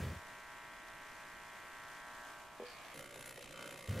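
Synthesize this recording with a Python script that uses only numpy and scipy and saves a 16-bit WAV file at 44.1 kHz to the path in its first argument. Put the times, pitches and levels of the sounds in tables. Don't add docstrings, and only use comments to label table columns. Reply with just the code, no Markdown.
import sys
import numpy as np
from scipy import signal
from scipy.fft import rfft, irfft
from scipy.io import wavfile

SR = 44100
rng = np.random.default_rng(int(sys.argv[2]) if len(sys.argv) > 2 else 0)


def store_pcm(level_fs):
    pcm = np.round(np.clip(level_fs, -1, 1) * 32767).astype(np.int16)
    wavfile.write(sys.argv[1], SR, np.atleast_2d(pcm).T)


N = 176400
TIME = np.arange(N) / SR

MAINS_HZ, FIRST_HARMONIC = 60.0, 10
CLOSE_S, CROSSFADE_S = 2.94, 0.014
RING_HZ, RING_LAG_S = 1490, 0.00089
LOAD_LIFT_DB, LOAD_CUT_DB, LOAD_BAND_HZ, LOAD_EDGE_WIDTH_HZ = 3.2, -11, 750, 60
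SWAY_CORRELATION = 0.7
THUMP_RISE_S, THUMP_T60_S = 0.018, 0.081
HISS_TOP_HZ, CUTOFF_HZ = 14400, 15800

COHERENCE = [(290, 0.62), (900, 0.56), (3100, 0.55), (6820, 0.2), (15000, 0.29)]  # (frequency [Hz], left-right coherence [0-1])
LEFT_BIAS = [(150, -6.5), (700, -1.5), (15000, 0.5)]  # (frequency [Hz], left minus right at apart=1 [dB])

# (frequency [Hz], relative density [dB])
ROOM_SPECTRUM = [(35, -89.5), (70, -95), (350, -92.5), (560, -99), (1500, -108), (14000, -121)]
RUMBLE_SPECTRUM = [(48, -100), (80, -68.5), (130, -63.5), (190, -67.5), (255, -71), (310, -81.5),
                   (520, -73), (800, -91), (1500, -87), (3000, -94), (15000, -107)]
SLOSH_SPECTRUM = [(60, -100), (110, -89.5), (140, -80.5), (190, -89), (300, -85), (430, -89), (560, -76),
                  (680, -93), (900, -100), (2000, -120)]
DRAG_SPECTRUM = [(2500, -120), (3300, -99), (3800, -102), (4600, -90), (5300, -104), (8000, -120)]
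FIZZ_SPECTRUM = [(200, -112), (500, -98.5), (1100, -96), (1650, -97.5), (2200, -97.5), (3000, -101),
                 (3900, -101.5), (4500, -104), (6500, -104), (8600, -106), (11500, -111), (14000, -112)]
STIRRED_FIZZ_SPECTRUM = [(300, -110), (700, -91), (1100, -111), (1600, -104), (2150, -99), (2600, -96.5),
                         (3200, -96.5), (3800, -105), (9000, -122)]
CLOSE_FIZZ_SPECTRUM = [(300, -110), (800, -96), (1900, -93.5), (2110, -94), (2300, -92), (3050, -96.5),
                       (3800, -95), (4800, -100), (6200, -100), (7100, -99.5), (8600, -103), (14000, -112)]
SIZZLE_SPECTRUM = [(4000, -125), (6500, -108), (7200, -103), (8600, -108), (10300, -94.5), (11700, -105),
                   (12800, -104), (14200, -107)]

# (time [s], gain [dB])
RUMBLE_GAIN = [(0, 1), (.06, 0), (.12, -6), (.165, -9), (.21, -43), (3.86, -65), (3.89, -3), (3.94, 1)]
SLOSH_GAIN = [(2.95, 1), (3.02, -0.5), (3.1, -5), (3.17, 1), (3.25, -5), (3.45, -2), (3.6, 0), (3.75, 2),
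              (3.82, -2.5)]
DRAG_GAIN = [(2.63, -40), (2.66, 2), (2.73, -1.5), (2.81, -13), (2.9, -14)]
FIZZ_GAIN = [(0, 1.5), (.8, -2), (1.12, 0.5), (1.3, -.5), (1.7, 0), (2.1, 0.5), (2.32, 2.5), (2.5, -3.5),
             (2.6, -2.5), (2.7, .5)]
SIZZLE_GAIN = [(3.0, 0.5), (3.1, -7), (3.2, 0), (3.24, -3), (3.27, 5), (3.33, -1), (3.45, -9),
               (3.54, -10.5), (3.68, -2.5)]
REST_GAIN = [(0, -2.5), (.2, -1.5), (2.3, -1), (2.58, -7), (2.68, -25)]
STIRRED_GAIN = [(2.55, -6.5), (2.66, 2), (2.93, 1.5)]
CLOSE_GAIN = [(2.95, -1), (3.08, -2.5), (3.28, -0.5), (3.35, -4.5), (3.46, 0), (3.51, -3.5), (3.59, 3.5),
              (3.73, 1), (3.82, -1)]

# (time [s], level [dB], frequency [Hz])
LOW_THUMPS = [(.012, -32, 91.3), (0.057, -35.5, 87), (0.093, -35, 82), (0.154, -41, 82), (3.882, -27, 99),
              (3.922, -36, 98), (3.954, -35, 98.4), (3.983, -31, 116)]
# (time [s], level [dB])
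SPOON_IMPACTS = [(2.598, -35.5), (2.606, -48), (2.621, -36.5), (2.633, -43), (3.16, -45.5), (3.377, -44)]
# (frequency [Hz], relative level [dB], T60 [s])
TANK_MODES = [(215, -16, .08), (400, -6.5, .06), (490, -10, .22), (610, -5, .035), (950, -8, .014)]
# (time [s], depth [0-1], edge frequency [Hz])
SPOON_LOADING = [(1.6, 0, 2200), (1.95, .4, 2000), (2.25, 1, 1900), (2.5, 1, 1620), (2.65, 1, 1300)]

# bath at rest, stirred and from close by (relative level [dB])
REST_HARMONICS = [-72, -71, -73, -79, -68, -78, -66, -76, -68, -69, -70, -74, -65, -70, -75, -72, -62, -74,
                  -64, -72, -70, -65, -65, -69, -78, -68, -76, -78, -77, -86, -72, -77, -77, -78, -77, -76,
                  -78, -81, -79, -83, -78, -78, -84, -89, -80, -80, -81, -80, -82, -92, -83]
STIRRED_HARMONICS = [-74, -70.5, -75, -84, -71, -80, -68.5, -74, -67.5, -72.5, -68, -71, -74.5, -75.5, -80,
                     -79, -72.5, -76.5, -69.5, -68.5, -83, -72, -79, -74, -78, -73.5, -73, -92, -69.5, -76,
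                     -77.5, -71.5]
CLOSE_HARMONICS = [-77, -77, -74, -78, -83, -78, -73, -82, -75, -69, -68, -78, -70, -67.5, -67, -70.5, -69,
                   -78, -72, -78, -80, -68.5, -67, -88, -70, -65, -72.5, -77, -74, -80.5, -79, -88.5, -74,
                   -73, -74, -78, -76, -75, -85.5, -83, -73.5, -70.5, -73.5, -86, -83]
FAR_CYCLE_RATTLES = [(.045, 1.0), (.29, 1.1), (.6, .8)]
CLOSE_CYCLE_RATTLES = [(0.531, 0.93), (0.609, 0.76), (.76, .6)]


def amp(db):
    return 10 ** (np.asarray(db) / 20)


def curve(points, column=1):
    points = np.array(points)
    return np.interp(TIME, points[:, 0], points[:, column])


def spectrum_at(points, hz):
    frequency, value = np.transpose(points)
    return np.interp(np.log(hz + 1), np.log(frequency + 1), value)


def drift(rate_hz):
    count = 2000
    hz = np.fft.rfftfreq(count, N / SR / count)
    slow = irfft(rfft(rng.standard_normal(count)) / (1 + (hz / rate_hz) ** 4))
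    return np.interp(TIME, np.linspace(0, N / SR, count), slow / slow.std())


def noise(spectrum, envelope=0.99, apart=0.89, top_hz=HISS_TOP_HZ):
    hz = np.fft.rfftfreq(2 * N, 1 / SR)
    mid, side = rfft(rng.standard_normal((2, N)) * envelope, 2 * N)
    coherence = spectrum_at(COHERENCE, hz)
    side = side * apart * np.sqrt((1 - coherence) / (1 + coherence))
    lean = amp(apart * spectrum_at(LEFT_BIAS, hz) / 2)
    colour = amp(spectrum_at(spectrum, hz)) * np.sqrt(SR / 2) * (hz < top_hz)
    return irfft(np.array([(mid + side) * lean, (mid - side) / lean]) * colour)[:, :N]


def room():
    return noise(ROOM_SPECTRUM)


def thumps():
    out = np.zeros(N)
    for start, db, hz in LOW_THUMPS:
        t = np.maximum(TIME - start, 0)
        swell = 1 - np.exp(-(t / THUMP_RISE_S) ** 2)
        decay = amp(db - 60 * (t - THUMP_RISE_S) / THUMP_T60_S)
        out += swell * decay * np.sin(2 * np.pi * hz * t)
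    return out + noise(RUMBLE_SPECTRUM, amp(curve(RUMBLE_GAIN)), apart=0.056, top_hz=CUTOFF_HZ)


def slosh():
    return noise(SLOSH_SPECTRUM, apart=0.24) * amp(curve(SLOSH_GAIN))


def spoon_knocks():
    out = np.zeros(N)
    for start, db in SPOON_IMPACTS:
        t = np.maximum(TIME - start, 0)
        for k, (hz, mode_db, t60) in enumerate(TANK_MODES):
            out += (-1) ** k * amp(db + mode_db - 60 * t / t60) * np.sin(2 * np.pi * hz * t)
    return out


def spoon_drag(bursts):
    return noise(DRAG_SPECTRUM, bursts) * amp(curve(DRAG_GAIN))


def spoon_load(hz, depth, edge_hz):
    above = .5 + .5 * np.tanh((hz - edge_hz) / (2 * LOAD_EDGE_WIDTH_HZ))
    near = np.exp(-((hz - edge_hz) / LOAD_BAND_HZ) ** 2)
    return depth * (LOAD_LIFT_DB * (1 - above) + LOAD_CUT_DB * above * near)


def cavitation(peak, rise, fall, floor, flicker_db, grain_db):
    since = (TIME * MAINS_HZ - peak + .5) % 1 - .5
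    burst = floor + np.exp(-np.where(since < 0, (since / rise) ** 2, since / fall))
    grains = np.repeat(rng.standard_normal(N // 16 + 1), 16)[:N]
    envelope = burst * amp(flicker_db * drift(25) + grain_db * grains)
    return envelope / np.sqrt(np.mean(envelope ** 2))


def buzz(harmonics, rattles, scatter_rad, waver, waver_hz, width, loaded=False):
    out = np.zeros((2, N))
    depth, edge_hz = curve(SPOON_LOADING), curve(SPOON_LOADING, column=2)
    sway = np.array([drift(waver_hz), drift(waver_hz)])
    for k, db in enumerate(harmonics, FIRST_HARMONIC):
        hz = k * MAINS_HZ
        fresh = np.array([drift(waver_hz), drift(waver_hz)])
        sway = SWAY_CORRELATION * sway + np.sqrt(1 - SWAY_CORRELATION ** 2) * fresh
        rattle_phase = np.angle(sum(weight * np.exp(-2j * np.pi * k * at) for at, weight in rattles))
        ratio = hz / RING_HZ
        dispersion = 2 * np.pi * RING_LAG_S * RING_HZ * (np.log(ratio) - ratio + 1) + np.pi / 2
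        phase = 2 * np.pi * hz * TIME + rattle_phase - dispersion + scatter_rad * rng.standard_normal()
        gain = np.sqrt(2) * amp(db + (spoon_load(hz, depth, edge_hz) if loaded else 0))
        cos, sin = gain * np.cos(phase), gain * np.sin(phase)
        mid = (cos * (1 + waver * sway[0]) + sin * waver * sway[1]) / np.sqrt(1 + 2 * waver ** 2)
        side = width * (cos * rng.standard_normal() + sin * rng.standard_normal())
        out += [mid + side, mid - side]
    return out


def cleaner_afar():
    rest = buzz(REST_HARMONICS, FAR_CYCLE_RATTLES,
                scatter_rad=.22, waver=.1, waver_hz=7, width=.05, loaded=True)
    stirred = buzz(STIRRED_HARMONICS, FAR_CYCLE_RATTLES, scatter_rad=1.1, waver=.3, waver_hz=6, width=.05)
    bursts = cavitation(peak=.06, rise=.15, fall=.45, floor=1.2, flicker_db=.6, grain_db=1.9)
    fizz = noise(FIZZ_SPECTRUM, bursts) * amp(curve(FIZZ_GAIN))
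    stirred += noise(STIRRED_FIZZ_SPECTRUM, bursts)
    return rest * amp(curve(REST_GAIN)) + stirred * amp(curve(STIRRED_GAIN)) + fizz + spoon_drag(bursts)


def cleaner_close():
    rasp = buzz(CLOSE_HARMONICS, CLOSE_CYCLE_RATTLES, scatter_rad=.3, waver=.33, waver_hz=3.7, width=.039)
    bursts = cavitation(peak=.622, rise=.096, fall=.14, floor=.32, flicker_db=1.85, grain_db=2.0)
    gain_db = curve(CLOSE_GAIN)
    fizz = noise(CLOSE_FIZZ_SPECTRUM, bursts, apart=.56) * amp(.33 * gain_db)
    sizzle = noise(SIZZLE_SPECTRUM, bursts) * amp(curve(SIZZLE_GAIN))
    return rasp * amp(gain_db) + fizz + sizzle


def scene():
    close = np.clip((TIME - CLOSE_S) / CROSSFADE_S + .5, 0, 1)
    bath = (1 - close) * cleaner_afar() + close * (cleaner_close() + slosh())
    return bath + spoon_knocks() + thumps() + room()


def record(dry):
    lowpass = signal.firwin(511, CUTOFF_HZ, window=("kaiser", 9), fs=SR)
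    return signal.oaconvolve(dry, lowpass[None], "same")


dry = scene()
out = record(dry)
store_pcm(out)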